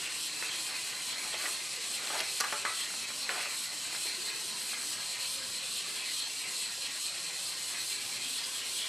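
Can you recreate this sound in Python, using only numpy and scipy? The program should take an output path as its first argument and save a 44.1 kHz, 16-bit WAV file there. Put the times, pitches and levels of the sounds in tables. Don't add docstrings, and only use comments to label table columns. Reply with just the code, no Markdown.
import sys
import numpy as np
from scipy import signal
from scipy.io import wavfile
from scipy.ndimage import uniform_filter1d

SR = 44100
rng = np.random.default_rng(int(sys.argv[2]) if len(sys.argv) > 2 else 0)


def wav_record(signal):
    frames = np.transpose(np.atleast_2d(signal))
    bounded = np.clip(frames, -1, 1)
    quanta = np.round(bounded * 32767).astype(np.int16)
    wavfile.write(sys.argv[1], SR, quanta)


def natural_amplitude(level_db):
    exponent = np.asarray(level_db, float) / 20
    return 10 ** exponent


N = 391608


def evened(x):
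    return x / np.sqrt(np.mean(x ** 2) + 1e-20)


def read(points, hz):
    f, value = np.transpose(points)
    return np.interp(np.log(hz + 1), np.log(f + 1), value)


def along(rows, t):
    s, *columns = np.transpose(rows)
    return [np.interp(t, s, column) for column in columns]


def add(mix, start_s, sound):
    part = mix[round(start_s * SR):][:len(sound)]
    part += sound[:len(part)]


def peak(hz, centre_hz, width_hz):
    return 1 / (1 + (2 * (hz - centre_hz) / width_hz) ** 2)


def resonate(x, hz, width_hz):
    turn = np.exp(2j * np.pi * np.cumsum(hz * np.ones(len(x))) / SR)
    r = np.exp(-np.pi * width_hz / SR)
    smooth = signal.lfilter([1 - r], [1, -r], x / turn + 1e-18)
    return 2 * (turn * smooth).real


def clicks(per_s, spread_db):
    size = natural_amplitude(spread_db * np.minimum(rng.exponential(1, N), 4))
    happens = rng.random(N) < per_s / SR
    return evened(size * rng.standard_normal(N) * happens)


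def patches(shape, count, size):
    field = rng.standard_normal(shape[::-1]).T
    field = uniform_filter1d(field, size=count, axis=0)
    return evened(uniform_filter1d(field, size=size, axis=1))


def colour(x, points, patchy_db, size=512):
    frame = dict(fs=SR, nperseg=size, noverlap=size * 3 // 4)
    hz, t, z = signal.stft(x, **frame)
    z = z * natural_amplitude(read(points, hz)[:, None] + patchy_db * patches(z.shape, count=6, size=14))
    return signal.istft(z, **frame)[1][:len(x)]


def ports(x, likeness):
    hz, t, z = signal.stft(x, SR, nperseg=1024)
    same = np.clip(read(likeness, hz), 0, 1)[:, None]
    scramble = np.exp(2j * np.pi * rng.random(z.shape[::-1]).T)
    side = z * scramble * np.sqrt((1 - same) / (1 + same))
    return signal.istft(np.array([z + side, z - side]), SR, nperseg=1024)[1][:, :N]


# pitch_hz, level_db
GRIT_COLOUR = [(300, -19), (700, -12), (1010, -12.5), (1480, -11), (2000, -15.5), (2800, -8.5), (3540, -9),
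               (4500, -6.5), (5200, -5), (6190, -8), (7200, -9), (9200, -9.5), (10500, -12.5),
               (13500, -20.5)]
# pitch_hz, rise_db (per dB of effort)
BRIGHTER_WITH_EFFORT = [(500, -0.6), (1500, -0.5), (4000, 1), (6000, 0.62), (8000, 1.46), (12000, 2)]
# pitch_hz, width_hz, level_db
BLADE_MODES = [(3830, 400, -7), (4025, 90, -1), (4125, 100, 2.5), (4200, 480, -1), (4290, 90, 1),
               (4480, 500, -7)]
# pitch_hz, width_hz, level_db (over the grit)
STONE_MODES = [(1020, 36, 3.5), (1650, 22, 6.5), (1865, 33, 7), (2050, 41, 7), (2320, 12, 7), (2462, 28, 3),
               (2567, 43, 5.5), (2780, 31, -0.5), (3250, 500, -1.5), (4740, 40, -0.5), (7970, 830, 4),
               (8060, 350, 2.5)]
# time_s, extra_db
FREE_MOMENTS = [(1.55, 0), (2.81, 2), (3.24, 5), (4.08, 3), (4.29, 3.5), (4.62, 1), (5.1, 5), (5.23, 3),
                (6.56, 3.5), (6.85, 3), (7.06, 3), (7.8, 3)]
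# time_s, length_s, level_db, pitch_hz, glide_hz_per_s
BITES = [(0.457, 0.045, -35.5, 2590, 10), (0.545, 0.062, -35, 3270, 1500), (1.12, .05, -34.5, 3170, 10),
         (2.825, .07, -37, 3300, 13), (3.424, .08, -40, 2560, 2000), (5.242, 0.065, -40, 3030, 10),
         (5.8, 0.095, -38.5, 3100, 10), (6.035, 0.11, -38.5, 2450, -5500), (6.206, 0.13, -39, 3250, 10),
         (6.44, 0.073, -38.5, 2520, -6000), (6.873, 0.04, -35, 3050, 10), (7.75, 0.065, -46, 2290, -3000),
         (8.265, 0.063, -37, 3280, 10), (8.382, 0.072, -35.5, 3200, 8), (8.362, .06, -35, 3950, 10),
         (8.637, .06, -40, 2870, -1500), (8.816, 0.081, -32, 3340, 900)]
# time_s, length_s, level_db, pitch_hz
TURN_SINGS = [(1.05, 0.16, -33, 1010), (1.82, .07, -36, 2030), (4.333, .08, -25, 2050),
              (4.76, .08, -24.5, 2060), (5.178, .07, -26, 2080), (6.083, 0.06, -21, 2060),
              (6.48, .08, -25, 2060), (6.917, .07, -28, 2000), (7.342, 0.076, -25, 2060),
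              (7.6, .05, -29, 2310), (7.777, .08, -27, 2030), (7.758, .05, -29, 1800),
              (8.14, .06, -24, 2320), (8.19, .05, -25, 2100), (8.22, .06, -29, 2500)]


def scrape():
    frame = dict(fs=SR, nperseg=1024, noverlap=768)
    hz, t, grit = signal.stft(clicks(per_s=30000, spread_db=-0.07), **frame)
    hz = hz[:, None]
    hand_db, ring_db, hollow_db, hollow_hz = strokes(t)

    effort_db = 10 * np.log10(natural_amplitude(2 * hand_db) + natural_amplitude(2 * -46.)) + 41.06
    hiss = natural_amplitude(2 * (read(GRIT_COLOUR, hz) - 31. + read(BRIGHTER_WITH_EFFORT, hz) * effort_db))
    stone = 1 + sum(natural_amplitude(2 * db) * peak(hz, f, width) for f, width, db in STONE_MODES)

    ring_db = ring_db + sum(db * np.exp(-((t - s) / 0.032) ** 2) for s, db in FREE_MOMENTS)
    blade = sum(natural_amplitude(2 * db) * peak(hz, f, width) ** 2 for f, width, db in BLADE_MODES)
    ring = natural_amplitude(2 * (ring_db + 7.0)) * blade
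    for s, length, db, f in TURN_SINGS:
        swell = np.exp(-(2 * (t - s) / length) ** 2)
        ring += natural_amplitude(2 * db) * swell * peak(hz, f, 100.0) ** 2

    hollow = natural_amplitude(2 * (hollow_db + 5.0)) * peak(hz, hollow_hz, 1720.0) ** 2
    hollow *= natural_amplitude(2 * 0.19 * patches(grit.shape, count=7, size=6))
    for s, length, db, f, glide in BITES:
        swell = np.exp(-(1.73 * (t - s) / length) ** 2)
        hollow += natural_amplitude(2 * (db + 6.5)) * swell * peak(hz, f + glide * (t - s), 750.0) ** 2

    fine_db = 3.03 * patches(grit.shape, count=1, size=20) + 0.58 * patches(grit.shape, count=12, size=8)
    power = (hiss + hollow) * stone * natural_amplitude(2 * fine_db)
    power = power + ring * natural_amplitude(2 * 0.42 * fine_db)
    out = signal.istft(grit * np.sqrt(power), **frame)[1][:N]
    out += squeaks()
    uneven_pressure = evened(uniform_filter1d(rng.standard_normal(N), size=900))
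    return out * natural_amplitude(0.19 * uneven_pressure)


# start_s, effort_db, ring_db, hollow_db, hollow_pitch_hz
PUSH_STROKES = [(0.085, -40, -37.5, -37.5, 2750), (0.505, -40, -36, -37.5, 2530),
                (0.93, -40.5, -37.5, -37.5, 2440), (1.363, -39, -36, -38, 2700),
                (1.793, -39.5, -36.5, -36, 2750), (2.224, -39.5, -36.5, -39.5, 2510),
                (2.645, -40, -37.5, -37, 2750), (3.058, -41.5, -38.5, -39.5, 2680),
                (3.476, -39.5, -37.5, -39, 2520), (3.899, -39.5, -37.5, -38.5, 2650),
                (4.323, -40.4, -37, -40.5, 2530), (4.757, -39.5, -38.5, -40.5, 2670),
                (5.176, -39.5, -36.5, -40.5, 2777), (5.611, -40, -36, -37, 3260),
                (6.03, -39.5, -34.5, -39, 2910), (6.456, -39.5, -37, -39, 2714),
                (6.89, -40, -36.5, -40.5, 2650), (7.315, -39.5, -36.5, -40, 2800),
                (7.757, -39, -36.5, -39, 2706), (8.191, -39.5, -36.5, -38.5, 3000),
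                (8.627, -39.5, -38, -38, 3100)]
# start_s, effort_db, ring_db, hollow_db, hollow_pitch_hz
PULL_STROKES = [(-0.13, -40, -40.5, -36.5, 2770), (0.315, -40.5, -37, -40, 2600),
                (0.73, -39.5, -38, -37, 2710), (1.15, -40.1, -38, -36.5, 2570),
                (1.582, -40, -38, -39.5, 2450), (2.012, -39.5, -38.5, -38, 2830),
                (2.445, -40, -38.5, -37, 2700), (2.87, -39.5, -38, -40, 2520), (3.271, -40, -38, -38, 2540),
                (3.691, -40.5, -37.5, -39.5, 2704), (4.118, -40.0, -37.5, -38.5, 2700),
                (4.548, -38.5, -37.5, -40, 2640), (4.981, -40, -37.5, -39.5, 2660),
                (5.403, -40, -36.5, -39.5, 2780), (5.837, -40.5, -38, -39, 2800),
                (6.248, -40.0, -38.5, -41.5, 2750), (6.685, -40, -38, -41, 2714),
                (7.123, -40.5, -37.5, -39.5, 2770), (7.545, -39, -37.5, -40.5, 2714),
                (7.977, -40, -37.5, -39.5, 2770), (8.422, -39.5, -38, -37, 3100),
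                (8.846, -39.5, -40.2, -37, 2800)]
# share_of_stroke (0-1), effort_db, ring_db, hollow_db, hollow_pitch_factor (times)
PUSH_SHAPE = [(0, -5.5, -2, -5, 0.99), (.13, -1, 1.5, -2, 0.88), (.35, -0.3, 0.8, -3.5, 0.96),
              (.55, 0.9, -0.6, -5.5, 1.24), (.77, 1.5, 2.5, -0.5, 1.11), (.89, -1.5, 3.5, -4, 0.85),
              (1, -3.5, -2, -3, 0.97)]
# share_of_stroke (0-1), effort_db, ring_db, hollow_db, hollow_pitch_factor (times)
PULL_SHAPE = [(0, -4, 2.5, -6, 0.71), (.18, -1.2, 0.5, -1.5, 0.97), (.38, -0.7, -1, -4, 0.96),
              (.52, -1, -0.5, -7, 1), (.72, 0, 2, -2.7, 1), (.88, -1.2, 2.5, -2, 1),
              (1, -5, -3, -0.5, 0.97)]


def strokes(t):
    last_turn_s, blend_s = 9.06, 0.03
    rows = [(row, PUSH_SHAPE) for row in PUSH_STROKES] + [(row, PULL_SHAPE) for row in PULL_STROKES]
    rows.sort(key=lambda pair: pair[0][0])
    ends = [row[0] for row, shape in rows[1:]] + [last_turn_s]
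    own, shared = np.zeros((2, 4, len(t)))
    for ((start, *values), shape), end in zip(rows, ends):
        now = (t >= start) & (t < end)
        own[:, now] = np.array(values)[:, None]
        shared[:, now] = along(shape, (t[now] - start) / (end - start))
    own = uniform_filter1d(own, size=max(round(blend_s / (t[1] - t[0])), 1), axis=1)
    return *(own[:3] + shared[:3]), own[3] * shared[3]


# time_s, peak_db, pitch_hz, length_s
SQUEAKS = [
    (0.063, -21, 2720, 0.028),
    (1.34, -23, 3250, 0.023),
    (1.461, -16, 1930, 0.012),
    (4.738, -22, 3240, 0.011),
    (2.207, -22, 2130, 0.005),
    (3.23, -17, 4320, 0.0033),
    (3.522, -24, 4300, 0.0063),
    (8.444, -19, 4860, 0.012),
]


def squeaks():
    out = np.zeros(N)
    for s, db, f, length in SQUEAKS:
        u = np.arange(-2, 2, 1 / (length * SR + 8))
        rub = evened(resonate(rng.standard_normal(6000), f, 160.0))[-len(u):]
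        add(out, s - 2 * length, natural_amplitude(db - 17.5) * rub * np.exp(-2 * u[:len(rub)] ** 2))
    return out


# time_s, peak_db, pitch_hz, crack_db (over the thud), box_ring_db
KNOCKS = [(0.4239, -24.5, 1560, -14, -30), (1.269, -45, 1020, -5, -14), (1.338, -36, 816, -12, -19),
          (1.45, -38, 1520, -10, -12), (2.073, -42, 1150, -4, -10), (2.204, -32, 581, 1, -16),
          (2.402, -24.5, 1560, 4, -19), (2.407, -31.5, 1700, 16, -8), (2.408, -40, 1150, 1, -6),
          (2.444, -34, 1700, 3, -20), (2.5235, -21, 1240, -14, -18), (2.528, -27.5, 1400, -10, -22),
          (2.6492, -21, 1600, -22, -11), (2.654, -25, 1500, -16, -8), (2.938, -35, 1145, 2, -23),
          (3.2912, -26, 1790, -25, -22), (3.296, -33, 1400, -14, -18), (3.456, -32, 704, -8, -24),
          (3.731, -39, 988, -2.5, -14), (3.929, -37, 1610, -1.5, -16), (3.947, -32, 1530, -5, -30),
          (4.055, -32, 684, -5, -27), (4.733, -39, 860, -13, -26), (4.914, -42, 912, -6, -22)]
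# pitch_hz, level_db, fade_s (to -60 dB)
BOX_MODES = [(432, -14, 0.07), (679, -3, 0.11), (1150, -5, 0.21), (1290, -10, 0.23), (1730, -18, 0.089),
             (1630, -22, 0.24), (1930, -12, 0.22), (1450, -10, .15), (870, -20, 0.053), (2710, -8, .08)]


def knocks():
    t, out = np.arange(8000) / SR, np.zeros(N)
    for s, db, hz, crack_db, ring_db in KNOCKS:
        fade_s = 0.037 + 0.13 * max(db + 21, 0)
        noise, chance = rng.standard_normal(len(t)), rng.random((len(BOX_MODES), 2))
        crack = resonate(noise, 5600.0, 3800.0) * natural_amplitude(crack_db - 0.5 - 60 * t / max(0.29 * fade_s, .004))
        push = natural_amplitude(4.) * np.sin(2 * np.pi * 1700 * t) * np.exp(-t / .00022)
        thud = evened(resonate(noise, hz, 1150.0)) * natural_amplitude(-12.5 - 60 * t / max(1.1 * fade_s, .005))
        narrow = evened(resonate(resonate(noise, hz, 900.), hz, 900.))
        thud += narrow * natural_amplitude(-18 - 60 * t / (1.5 * fade_s))
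        box = np.zeros(len(t))
        for (f, mode_db, mode_fade_s), (p, q) in zip(BOX_MODES, chance):
            level = natural_amplitude(mode_db + ring_db - 2.9 * p - 60 * t / mode_fade_s) * peak(f, hz, 1150.0)
            box += level * np.sin(2 * np.pi * f * (0.85 + 0.021 * q) * t)
        add(out, s + 0.00128, natural_amplitude(db) * (crack + push + thud + box))
    return out


# time_s, pitch_hz, peak_db, fade_s (to -60 dB)
KNOCK_RINGS = [(2.407, 1166, -33, 0.13), (2.403, 1656, -34, .12), (2.443, 1650, -38, .1),
               (2.444, 1150, -39, .1), (2.523, 1200, -37, .07), (2.523, 1490, -32, .06),
               (2.524, 862, -30.5, 0.067), (2.53, 1344, -40, 0.2), (2.526, 1625, -43, .2),
               (2.53, 418, -43, 0.12), (2.526, 702, -44, .2), (2.526, 582, -41, 0.2),
               (2.651, 1467, -31, 0.056), (2.66, 1325, -36, 0.22), (2.653, 1185, -36, 0.13),
               (2.653, 1690, -46, 0.14), (2.653, 1970, -41, 0.45), (2.653, 2036, -41, 0.56),
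               (2.69, 1100, -43.5, 0.45), (3.292, 1460, -38, .07), (3.292, 2400, -41, .06),
               (3.457, 565, -42, .07)]


def knock_rings():
    t, out = np.arange(8000) / SR, np.zeros(N)
    for s, hz, db, fade_s in KNOCK_RINGS:
        edges = np.minimum(t / .002, 1) * np.minimum(40 * (t[-1] - t), 1)
        add(out, s, natural_amplitude(db - 60 * t / fade_s) * edges * np.sin(2 * np.pi * hz * t))
    return out


# time_s, peak_db, pitch_hz, length_ms
TICKS = [(0.4254, -33, 3900, .4), (0.4258, -22.5, 1700, 0.34), (1.3465, -26, 2300, .4),
         (2.073, -26, 4000, .3), (2.0814, -27, 2400, .4), (2.1317, -28, 10000, .15),
         (2.1547, -33, 1100, 0.5), (2.1546, -28, 7800, .2), (2.1805, -30, 10000, .15),
         (2.189, -26, 4500, .2), (2.1934, -22, 4500, .2), (2.1937, -25, 10500, .15),
         (2.2048, -19, 5500, .15), (2.2095, -20, 10000, 0.11), (2.2098, -26, 4000, 0.18),
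         (2.402, -20, 6000, 0.26), (2.4034, -30, 2000, 0.35), (2.4052, -23, 4500, .3),
         (2.4078, -17, 5500, 0.12), (2.4074, -20.5, 10500, 0.18), (2.4095, -25, 5500, .2),
         (2.4095, -25, 9500, .15), (2.4104, -28, 1500, 0.56), (2.4415, -26, 2500, .3),
         (2.446, -25, 2000, 0.28), (2.4454, -29, 11000, .15), (2.5254, -24, 1700, .35),
         (2.5295, -24, 1800, .35), (2.6528, -24, 1900, 0.36), (2.6562, -25, 1500, 0.64),
         (2.6556, -29, 3800, .3), (2.9404, -37, 1500, .4), (3.293, -21.5, 1790, .3),
         (3.2971, -23, 1500, .4), (3.2987, -32, 2400, 0.36), (3.3032, -29, 4400, .6),
         (3.317, -32, 1800, .3), (3.392, -30, 1500, .3), (3.406, -28, 2300, .3), (3.4305, -29, 2000, 0.43),
         (3.458, -28, 1500, .3), (3.9305, -37, 800, 0.42), (3.9497, -28, 1610, 0.48),
         (4.733, -29, 1500, 0.27)]


def ticks():
    t, out = np.arange(-200, 400) / SR, np.zeros(N)
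    for s, db, hz, length_ms in TICKS:
        bell = np.exp(-(1000 * t / (length_ms * np.where(t < 0, 1, 1.6))) ** 2)
        add(out, s + t[0], natural_amplitude(db) * bell * np.cos(2 * np.pi * hz * t))
    return out


# start_s, rise_s, hold_s, fall_s, level_db
SHUFFLES = [
    (.44, 0.033, .22, .06, -60),
    (0.657, 0.061, .01, 0.19, -54.5),
    (1.22, .02, 0.022, 0.059, -54.5),
    (1.329, 0.01, .004, 0.015, -48),
    (1.367, 0.076, 0.032, 0.11, -47.5),
    (1.95, 0.048, 0.17, .04, -53.5),
    (2.072, 0.092, 0.062, 0.068, -50.5),
    (2.407, 0.0024, 0.0031, 0.012, -41.5),
    (2.424, 0.013, .09, 0.01, -58),
    (3.285, 0.0037, 0.13, 0.037, -49),
]
# pitch_hz, level_db
WOOD_COLOUR = [(88, -48), (150, -14.5), (596, -2.5), (860, -0.5), (981, -5), (1140, 0.5), (1240, -1.5),
               (2580, -2.5), (5000, -13), (6500, -26), (11000, -120)]


def shuffles():
    rub = evened(colour(clicks(per_s=5000, spread_db=1.6), WOOD_COLOUR, patchy_db=1.2))
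    ramp_db, sag_db_per_s = 21, 5
    level = np.zeros(N)
    for start, rise, hold, fall, db in SHUFFLES:
        t = np.arange(0, rise + hold + 2 * fall, 1 / SR)
        short = np.maximum(1 - t / rise, 0) + np.maximum((t - rise - hold) / fall, 0)
        add(level, start, natural_amplitude(db + 6.5 - ramp_db * short - sag_db_per_s * t))
    return level * rub + slips(rub)


# time_s, fade_s (to -60 dB), level_db, pitch_hz
SLIPS = [(2.4, .05, -46, 1600), (2.122, 0.11, -48, 2500), (2.145, 0.06, -37.5, 610), (2.7, .06, -46, 450),
         (2.437, 0.045, -30.5, 1260), (2.1, 0.045, -36, 1100), (2.528, .05, -37, 2300),
         (2.2, 0.044, -29, 2700), (2.1, .05, -44, 2900), (1.338, 0.047, -41, 690), (1.4, 0.046, -41, 1700),
         (1.2, .03, -39, 2100), (1.6, 0.082, -44, 2800), (2.13, 0.11, -47, 400), (1.9, 0.12, -54, 250),
         (3.295, .15, -48, 260), (2.204, 0.05, -49, 660), (3.314, 0.054, -45, 1300),
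         (3.7, 0.043, -46, 1200), (3.341, .06, -43, 1400), (3.374, .06, -41, 1170), (3.1, .06, -43, 1300),
         (3.403, .04, -44, 2000), (2.9, 0.053, -40.5, 1600), (4.3, 0.042, -38.5, 2350),
         (2.8, .04, -38, 1900), (2.1, 0.036, -41, 460)]


def slips(rub):
    out = np.zeros(N)
    for s, fade_s, db, hz in SLIPS:
        t = np.arange(0, fade_s, 1 / SR)
        slip = evened(resonate(rub[round(s * SR):][:len(t)], hz, 650.))
        add(out, s, slip * natural_amplitude(db + 3.5 - 60 * t / fade_s) * np.minimum(t / 0.0041, 1))
    return out


def room(x, fade_s, dull_hz):
    taps = np.zeros((2, 16000))
    at = np.arange(300, 15980, 20) + rng.integers(0, 20, (2, 784))
    np.put_along_axis(taps, at, rng.choice([-1., 1.], at.shape), 1)
    taps[1] = 0.71 * taps[0] + 0.61 * taps[1]
    taps *= natural_amplitude(-60 * np.arange(16000) / SR / fade_s)
    tail = signal.lfilter(*signal.butter(1, dull_hz, fs=SR), taps)
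    return signal.fftconvolve(x[None], tail / np.linalg.norm(tail[0]), axes=1)[:, :N]


# pitch_hz, level_db
HUM_COLOUR = [(15, -50), (35, -38), (119, -6), (381, -1), (476, -4.5), (519, -1.5), (694, -20), (796, -8),
              (882, -34), (994, 0), (1500, -10.5), (1950, -26), (3300, -120)]
# pitch_hz, likeness (0-1)
HUM_LIKENESS = [(30, .85), (100, 0.36), (200, 0.059), (400, 0.054), (700, 0.13), (1500, 1)]


def hum():
    noise = evened(colour(rng.standard_normal(N), HUM_COLOUR, patchy_db=3.5, size=4096))
    drone = evened(resonate(rng.standard_normal(N), 119.5, 5.8))
    return natural_amplitude(-56 - 1.5) * ports(noise + natural_amplitude(-18.5) * drone, HUM_LIKENESS)


# pitch_hz, likeness (0-1)
GRIT_LIKENESS = [(500, 0.069), (1000, 0.91), (2500, 0.55), (4500, 0.59), (12000, 0.42)]


def scene():
    near = ports(scrape(), GRIT_LIKENESS)
    clatter = shuffles() + knocks() + knock_rings() + ticks()
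    clatter = signal.sosfilt(signal.butter(3, 250., "high", fs=SR, output="sos"), clatter)
    direct = clatter * natural_amplitude([[.4], [-.4]])
    return near + direct + natural_amplitude(-9.5) * room(clatter, fade_s=0.37, dull_hz=3570) + hum()


# time_s, top_hz
TOP_EDGE = [(0.0, 12720), (.45, 12780), (.7, 12620), (1.8, 12620), (2.5, 12960), (2.58, 12300),
            (3.0, 12500), (3.5, 13100), (4.25, 13260), (4.5, 13050), (5.3, 13120), (5.95, 12900),
            (6.1, 12560), (7.05, 12480), (7.25, 12200), (7.65, 12870), (8.88, 13050)]
# pitch_hz, share (0-1)
SIDE_KEPT = [(30, .05), (70, 0.082), (200, 0.93), (450, .55), (700, .3), (1150, .16), (1400, 0),
             (2200, 0.033), (2400, .18), (3900, .22), (4050, 0)]
# time_s, length_s
WIDE_MOMENTS = [
    (0.395, 0.13),
    (1.12, 0.11),
    (1.588, 0.11),
    (2.481, .1),
    (4.23, .11),
    (4.357, 0.11),
    (5.936, 0.11),
    (6.24, 0.1),
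]


def camera_bands(x):
    frame = dict(fs=SR, window=signal.windows.cosine(4096), nperseg=4096, noverlap=2048)
    mid, side = (x[0] + x[1]) / 2, (x[0] - x[1]) / 2
    hz, t, z = signal.stft(np.array([mid, side, side]), **frame)
    luck = np.repeat(rng.random((len(t), 171)), 12, axis=1)[:, :len(hz)].T
    narrow_luck = np.repeat(rng.random((len(t), 410)), 5, axis=1)[:, :len(hz)].T
    hz = hz[:, None]
    top_hz = along(TOP_EDGE, t)[0]
    room_left = (top_hz + 180.0 - hz) / 190.0
    z *= 1 - np.exp(-1.6 * room_left) > luck

    spare = np.clip(.8 + (top_hz - 12800) / 1300, .4, 3)
    loud = uniform_filter1d(abs(z[1]), size=12, axis=0)
    loud = loud > 3.2 * np.median(loud, axis=1, keepdims=True)
    z[1] *= luck < read(SIDE_KEPT, hz) * spare + .45 * (loud & (hz < 2200))
    z[0] *= np.where((hz < 95) & (luck > .65), natural_amplitude(-22.), 1)
    thinned = (hz > 100) & (hz < 1850) & (narrow_luck > .885 + .065 * spare)
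    z[0] *= np.where(thinned, natural_amplitude(-18.), 1)

    mid, thin, whole = signal.istft(z, **frame)[1][:, :N]
    wide = np.zeros(N)
    for s, length in WIDE_MOMENTS:
        add(wide, s - length / 2, signal.windows.hann(round(length * SR)))
    side = thin + wide * (natural_amplitude(0.5) * whole - thin)
    return np.array([mid + side, mid - side])


def low_pass(x):
    return signal.sosfilt(signal.butter(12, 13970, fs=SR, output="sos"), x)


def record(dry):
    dry = signal.sosfilt(signal.butter(2, 45., "high", fs=SR, output="sos"), dry)
    mix = camera_bands(dry)
    return low_pass(mix)


dry = scene()
out = record(dry)
wav_record(out)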